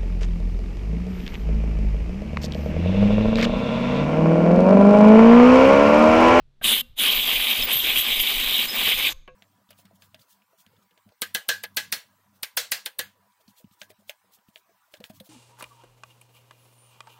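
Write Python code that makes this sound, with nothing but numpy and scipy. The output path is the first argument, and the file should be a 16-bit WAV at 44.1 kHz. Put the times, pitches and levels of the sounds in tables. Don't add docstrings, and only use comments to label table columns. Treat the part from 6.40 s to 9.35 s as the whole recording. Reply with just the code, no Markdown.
import sys
import numpy as np
from scipy import signal
from scipy.fft import rfft, irfft
from scipy.io import wavfile
from scipy.ndimage import uniform_filter1d

SR = 44100
rng = np.random.default_rng(int(sys.argv[2]) if len(sys.argv) > 2 else 0)


def to_linear_factor(level_db):
    exponent = np.asarray(level_db, float) / 20
    return 10 ** exponent


def wav_record(signal):
    frames = np.transpose(np.atleast_2d(signal))
    bounded = np.clip(frames, -1, 1)
    quanta = np.round(bounded * 32767).astype(np.int16)
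    wavfile.write(sys.argv[1], SR, quanta)


N = 130095
T = np.arange(N) / SR

# start_s, end_s, rise_s, release_s
TRIGGER_PULLS = [
    (.213, .425, .034, .013),
    (.559, 2.741, .032, .015),
]
SHUT_DB = -44

# frequency_hz, density_db (per Hz)
BUFFET_SPECTRUM = [(4.7, -34.5), (8.0, 6.5), (27, 7.5), (42, -6), (86, -8), (170, -17), (220, -76.5),
                   (370, -120)]
BUFFET_DB, BUFFET_CALM_DB, LUMP_DB = -51.5, -5, 5.5
# centre_s, length_s, pitch_hz, level_db
GUSTS_OF_AIR = [(.03, 0.048, 30.5, -52), (0.415, 0.036, 140, -51), (.7, .05, 110, -57),
                (1.397, .06, 60, -45), (2.012, .04, 100, -50), (2.656, 0.085, 76, -47.5),
                (0.316, 0.15, 34, -46), (0.776, 0.28, 20, -44), (0.98, .08, 21, -34),
                (1.24, 0.081, 28, -37), (1.361, 0.015, 140, -36.5), (1.452, 0.11, 42, -45),
                (1.567, 0.17, 21, -37.5), (1.575, 0.034, 150, -45), (1.8, 0.048, 18.4, -26.5),
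                (1.984, 0.063, 14, -27), (2.075, 0.037, 28, -30), (2.21, 0.056, 26, -50.5),
                (2.462, 0.053, 54, -42), (2.565, 0.069, 26, -33), (2.777, 0.031, 18, -36.5),
                (2.848, 0.043, 16, -47), (0.2, 0.053, 8.6, -50)]
# frequency_hz, density_db (per Hz)
STILL_AIR_SPECTRUM = [(110, -30.5), (190, 1), (635, -11), (735, -13.5), (2950, -17), (3540, -13.5),
                      (5490, -23.5), (15000, -39)]
STILL_AIR_DB, HUM_HZ, HUM_DB = -75.5, 136, -72
EARLIER_DB, EARLIER_T60_S = -67, 0.17
BLEED_START_S, BLEED_HZ, BLEED_WIDTH_HZ, BLEED_DB, BLEED_T60_S = 2.72, 6450, 350, -66, .6

# pitch_hz, level_db, t60_s
CLINK_MODES = [(511, -3, 0.37), (700, -9, 0.21), (974, 0, 0.06), (1098, -1, 0.12), (1276, -14, 0.12),
               (1518, -14, 0.16), (1637, -2, 0.11), (2137, -23, 0.35), (2347, -7, 0.1), (2568, -9, 0.11),
               (2719, -6, 0.14), (2977, -1, 0.056)]
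# start_s, ring_db, crack_db, crack_length_s, crack_top_hz
KNOCK_EVENTS = [
    (.2131, -54, -41, .004, 2300),
    (.2162, -52, -36, .007, 1700),
    (2.877, -45, -47, .003, 3400),
    (2.8783, -80, -65, .001, 12000),
    (2.8805, -53, -47, .007, 2800),
]
# start_s, pitch_hz, level_db, t60_s
SNAP_RINGS = [(.2155, 1572, -36, .05), (.2135, 495, -43, .09), (.2135, 964, -45, .09),
              (.2135, 200, -44, .08), (.415, 237, -46, .2), (.415, 3880, -62, .12), (2.73, 3375, -60, .09),
              (.415, 2762, -48, .19), (2.73, 1071, -57, .13), (2.8802, 600, -33, .015),
              (2.879, 380, -50, .09), (.42, 515, -64, .4), (2.878, 200, -52, .1)]

# time_s, roar_db, depth (0-1, deep pockets sound lower)
AIM_SHORT_BURST = [
    (.25, -20, 0.35),
    (.33, -18.5, 0.37),
    (.375, -26, 0.6),
    (.41, -28, 0.3),
]
AIM_LONG_SWEEP = [(0.6, -22, 0.45), (0.67, -21, 0.53), (0.84, -26.5, 0.56), (0.85, -24, 0.65),
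                  (1.23, -24.5, 0.56), (1.26, -35.5, 0.54), (1.31, -22, 0.7), (1.41, -28, 0.38),
                  (1.45, -26.5, 0.66), (2.08, -24, 0.55), (2.14, -20.5, 0.42), (2.25, -24, 0.64),
                  (2.27, -36, 0.58), (2.4, -23.5, 0.61), (2.52, -19.5, 0.63), (2.55, -26, 0.52),
                  (2.68, -20.5, 0.62), (2.73, -49, 0.19)]
SWING_DB = -19
DEPTH_DB = 14
# centre_s, length_s, level_db
WRIST_FLICKS = [(0.23, 0.0096, -2.5), (0.585, 0.023, -5), (0.702, .05, -1), (2.11, 0.026, -1),
                (2.488, .05, 1), (2.626, 0.035, -2), (0.725, 0.021, 2.5), (0.904, 0.072, 1.5),
                (1.11, 0.056, 2.5), (1.479, 0.1, 4.5), (1.58, 0.043, 3.5), (1.636, 0.048, -3),
                (1.708, 0.057, 2.5), (1.778, 0.069, 0), (1.802, 0.011, 7), (1.885, 0.062, 3),
                (2.336, 0.047, -3), (2.454, 0.018, 1)]
# centre_s, length_s, level_db
HOLLOW_DROPS = [(0.256, 0.013, 3), (0.402, 0.036, -5), (0.596, 0.028, 0.5), (0.682, 0.065, 3),
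                (2.65, 0.036, 2), (0.891, .025, 3.5), (1.01, 0.041, 2.5), (1.119, 0.017, -2.5),
                (1.28, 0.072, 6), (1.45, .08, -1), (1.574, 0.033, 3.5), (1.695, .05, 0.5),
                (1.828, 0.085, -4.5), (1.851, .03, 4.5), (1.99, 0.02, -4), (2.154, 0.09, -3.5),
                (2.211, 0.034, 1.5), (2.352, 0.056, 6.5), (2.422, 0.027, 6), (2.461, .015, -7),
                (2.472, 0.028, 6.5), (2.595, 0.023, 4), (2.714, 0.044, 6)]
# pitch_hz, width_hz, level_db, depth_share (of the depth change)
POCKET_RESONANCES = [(232.8, 53, -23.5, -0.84), (2452, 630, -6.5, 2), (3145, 527, 0, -0.15),
                     (3640, 560, -2, -0.78)]
# frequency_hz, density_db (per Hz)
BODY_SPECTRUM = [(59, -79), (100, -27.5), (236, -13), (1160, -9.5), (1360, -10.5), (3120, -5.5),
                 (4500, -10), (5850, -19), (9900, -120)]
BODY_DB, BODY_FOLLOW = -31.5, 0.45
# frequency_hz, density_db (per Hz)
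HISS_SPECTRUM = [(2470, -53), (4200, -13.5), (5490, -7.5), (7760, -14.5), (8650, -8), (11100, -8),
                 (12400, -4), (14600, 0.5), (15600, -9)]
HISS_DB, HISS_FOLLOW = -28, 0.54
# pitch_hz, width_hz, level_db
BRUSHED_EDGES = [(5100, 300, -47), (7750, 420, -45), (12100, 600, -40), (14100, 600, -40)]
# centre_s, length_s, pitch_hz, width_hz, level_db
RIB_GLANCES = [(0.289, 0.1, 9560, 2410, -25), (0.343, 0.32, 12040, 3090, -32),
               (0.613, 0.12, 10360, 2500, -28), (0.703, 0.55, 13000, 1500, -36),
               (1.04, 0.16, 10500, 1994, -36), (1.187, 0.067, 14000, 990, -43.5),
               (1.338, 0.035, 10800, 4000, -30.5), (1.379, 0.08, 12660, 704, -23),
               (1.587, 0.078, 12600, 3000, -24), (1.588, 0.045, 8500, 4000, -34),
               (1.816, 0.033, 13000, 1960, -21.5), (2.423, 0.046, 13500, 3010, -47.5),
               (2.715, 0.078, 6250, 2500, -40), (2.3, 0.25, 7800, 4040, -42), (1.259, .05, 8000, 4010, -50),
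               (0.774, .1, 13900, 693, -31), (0.883, .04, 13600, 1200, -31),
               (1.108, 0.043, 13200, 1800, -26.5), (1.337, 0.017, 12100, 600, -21.5),
               (1.621, 0.027, 12600, 680, -28.5), (1.0, .1, 14600, 900, -34)]
# pitch_hz, width_hz, level_db
JET_DIPS = [(1337, 89, -3.5), (5480, 375, -6.5), (8500, 130, -9), (10800, 610, -1.5)]
FLUTTER_DB, GUST_DB, PATCH_DB = 1.5, 2, 1.5

# pitch_hz, level_db, t60_s
SHAKEN_MODES = [(523, -7.5, 0.25), (1234, -2.5, 0.092)]
SHAKEN_DB = -29.5
# frequency_hz, t60_s
YARD_DECAY = [(200, .5), (1000, .55), (3500, .6), (8000, .36), (15000, .28)]
# frequency_hz, level_db
YARD_COLOUR = [(300, 6.5), (1200, 6.5), (2300, -3), (3100, -6), (4000, 2.5), (6000, 5), (10000, 3.5)]
YARD_DB = -29.5

# start_s, length_s, top_pitch_hz, level_db, top_place (0-1 of the length)
BORE_WHISTLES = [
    (1.231, .03, 15170, -24, .47),
    (2.346, .02, 15250, -27, .25),
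    (1.2245, .009, 5200, -26, .6),
    (1.25, .016, 5100, -45, .2),
    (2.28, .04, 5140, -32, .85),
    (2.32, .037, 5080, -41, .4),
]
DROOP = 950


def evened(x):
    return x / np.sqrt(np.mean(x ** 2) + 1e-20)


def read(points, hz):
    f, value = np.transpose(points)
    return np.interp(np.log(hz + 1), np.log(f + 1), value)


def shaped_noise(gain):
    return evened(irfft(rfft(rng.standard_normal(N)) * gain, N))


def coloured(points):
    return shaped_noise(to_linear_factor(read(points, np.fft.rfftfreq(N, 1 / SR))))


def band(hz, width, steep=1.83):
    f = np.fft.rfftfreq(N, 1 / SR)
    return shaped_noise(1 / (1 + abs((f - hz) / width * 1.65) ** steep))


def drift(rate_hz):
    f = np.fft.rfftfreq(N, 1 / SR)
    return shaped_noise(np.exp(-(f / rate_hz) ** 2) * (f > 2))


def bump(s, length, order=4):
    return np.exp(-abs(2 * (T - s) / length) ** order)


def modes(table, length):
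    t = np.arange(int(length * SR)) / SR
    return sum(to_linear_factor(db - 60 * t / t60) * np.sin(2 * np.pi * hz * t) for hz, db, t60 in table)


def flow():
    out = np.zeros(N)
    for start, end, rise, release in TRIGGER_PULLS:
        opening = np.clip(1 - (T - start) / rise, 0, 1) ** 1.5
        closing = np.clip(1 - (end - T) / release, 0, 1) ** 1.3
        out += to_linear_factor(SHUT_DB * np.maximum(opening, closing)) * (T > start) * (T < end)
    return out


def buffeting():
    stirred = uniform_filter1d(flow(), size=6000)
    wind = coloured(BUFFET_SPECTRUM)
    out = wind * to_linear_factor(BUFFET_DB + BUFFET_CALM_DB * (1.0 - stirred) + LUMP_DB * drift(9.5))
    waver = drift(4.5)
    for s, length, hz, db in GUSTS_OF_AIR:
        out += to_linear_factor(db - 2) * bump(s, length, order=2) * np.sin(2 * np.pi * hz * T + 1.4 * waver)
    return out


def far_hum():
    return to_linear_factor(HUM_DB) * band(HUM_HZ, 8)


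def quiet_yard():
    still = to_linear_factor(STILL_AIR_DB) * coloured(STILL_AIR_SPECTRUM)
    return still + to_linear_factor(EARLIER_DB - 60 * T / EARLIER_T60_S) * coloured(BODY_SPECTRUM)


def knocks():
    out, ring = np.zeros(N), modes(CLINK_MODES, 0.24)
    t = np.arange(len(ring)) / SR
    for s, ring_db, crack_db, length, top_hz in KNOCK_EVENTS:
        lowpass = signal.butter(5, top_hz, fs=SR, output="sos")
        crack = signal.sosfilt(lowpass, rng.standard_normal(len(t)) * np.exp(-t / length))
        knock = to_linear_factor(ring_db) * ring * np.minimum(t / .0012, 1) + to_linear_factor(crack_db + 9) * crack
        part = out[round(s * SR):][:len(t)]
        part += knock[:len(part)]
    return out


def snap_rings():
    out = np.zeros(N)
    for s, hz, db, t60 in SNAP_RINGS:
        since = np.maximum(T - s, 0)
        onset = np.minimum(since / .001, 1)
        out += onset * to_linear_factor(db - 60 * since / t60) * np.sin(2 * np.pi * hz * since)
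    return out


def patchy(x):
    cycles, t, z = signal.stft(x, nperseg=512)
    field = uniform_filter1d(rng.standard_normal(z.shape[::-1]), size=8, axis=0)
    field = evened(uniform_filter1d(field, size=8, axis=1))
    depth_db = PATCH_DB * np.minimum(0.93 + 9 * cycles, 1)[:, None]
    return signal.istft(z * to_linear_factor(depth_db * field.T), nperseg=512)[1][:N]


def jet():
    s, roar_db, depth = np.transpose(list(AIM_SHORT_BURST) + list(AIM_LONG_SWEEP))
    aim_db = np.interp(T, s, roar_db) + sum(db * bump(at, length) for at, length, db in WRIST_FLICKS)
    depth_db = DEPTH_DB * (np.interp(T, s, depth) - .5)
    swing_db = aim_db - SWING_DB
    hollow_db = sum(db * bump(at, length, order=2) for at, length, db in HOLLOW_DROPS)
    gust = drift(38)

    def shake(share):
        return to_linear_factor(share * GUST_DB * gust + FLUTTER_DB * drift(160))

    pocket = np.zeros(N)
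    for hz, width, db, share in POCKET_RESONANCES:
        level_db = db + share * depth_db + (hz < 1000) * hollow_db
        pocket += to_linear_factor(level_db) * band(hz, width, steep=3.1)
    pocket = evened(pocket) * to_linear_factor(aim_db)

    body = coloured(BODY_SPECTRUM) * to_linear_factor(BODY_DB + hollow_db + BODY_FOLLOW * swing_db) * shake(0.59)

    hiss = coloured(HISS_SPECTRUM) * to_linear_factor(HISS_DB)
    hiss = hiss + sum(to_linear_factor(db) * band(hz, width) for hz, width, db in BRUSHED_EDGES)
    hiss = hiss * to_linear_factor(HISS_FOLLOW * swing_db) * shake(0.12)

    ribs = np.zeros(N)
    for at, length, hz, width, db in RIB_GLANCES:
        ribs += to_linear_factor(db) * band(hz, width) * bump(at, length, order=2)

    air = patchy(pocket * shake(0.16) + body + hiss + ribs * shake(0.16))
    f = np.fft.rfftfreq(N, 1 / SR)
    dips_db = sum(db * np.exp(-((f - hz) / width) ** 2) for hz, width, db in JET_DIPS)
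    return flow() * irfft(rfft(air) * to_linear_factor(dips_db), N)


def shaken_casting(air):
    ring = modes(SHAKEN_MODES, .5)
    return to_linear_factor(SHAKEN_DB) * signal.fftconvolve(air, ring / np.linalg.norm(ring))[:N]


def yard(x):
    hz, t, z = signal.stft(rng.standard_normal(SR // 2), SR, nperseg=256)
    decay_db = read(YARD_COLOUR, hz)[:, None] - 60 * t / read(YARD_DECAY, hz)[:, None]
    tail = signal.istft(z * to_linear_factor(decay_db), SR, nperseg=256)[1]
    return signal.fftconvolve(x, tail / np.linalg.norm(tail))[:N]


def whistles():
    out, waver = np.zeros(N), drift(120)
    for start, length, hz, db, top in BORE_WHISTLES:
        u = (T - start) / length
        sag = DROOP * abs(hz / 5000 * (u - top) * length) ** 3
        pitch = hz * (1 - sag + .007 * waver)
        shape = np.sin(np.pi * np.clip(u, 0, 1)) ** .4 * to_linear_factor(db + 4 + 2.2 * waver)
        out += shape * np.sin(2 * np.pi * np.cumsum(pitch * (u > 0) * (u < 1)) / SR)
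    return out


def bleed():
    since = np.maximum(T - BLEED_START_S, 0)
    level = to_linear_factor(BLEED_DB - 60 * since / BLEED_T60_S)
    return (T > BLEED_START_S) * level * band(BLEED_HZ, BLEED_WIDTH_HZ)


def scene():
    air = jet() + whistles()
    near = air + shaken_casting(air) + knocks() + snap_rings()
    echo = to_linear_factor(YARD_DB) * yard(near)
    background = buffeting() + far_hum() + bleed() + quiet_yard()
    return (near + echo + background)[None]


def low_pass(x):
    return signal.sosfilt(signal.butter(12, 15700, fs=SR, output="sos"), x)


def record(dry):
    lowpass = signal.firwin(511, 15230, window=("kaiser", 9), fs=SR)
    mix = signal.oaconvolve(dry, lowpass[None], "same")
    return low_pass(mix)


dry = scene()
out = record(dry)
wav_record(out)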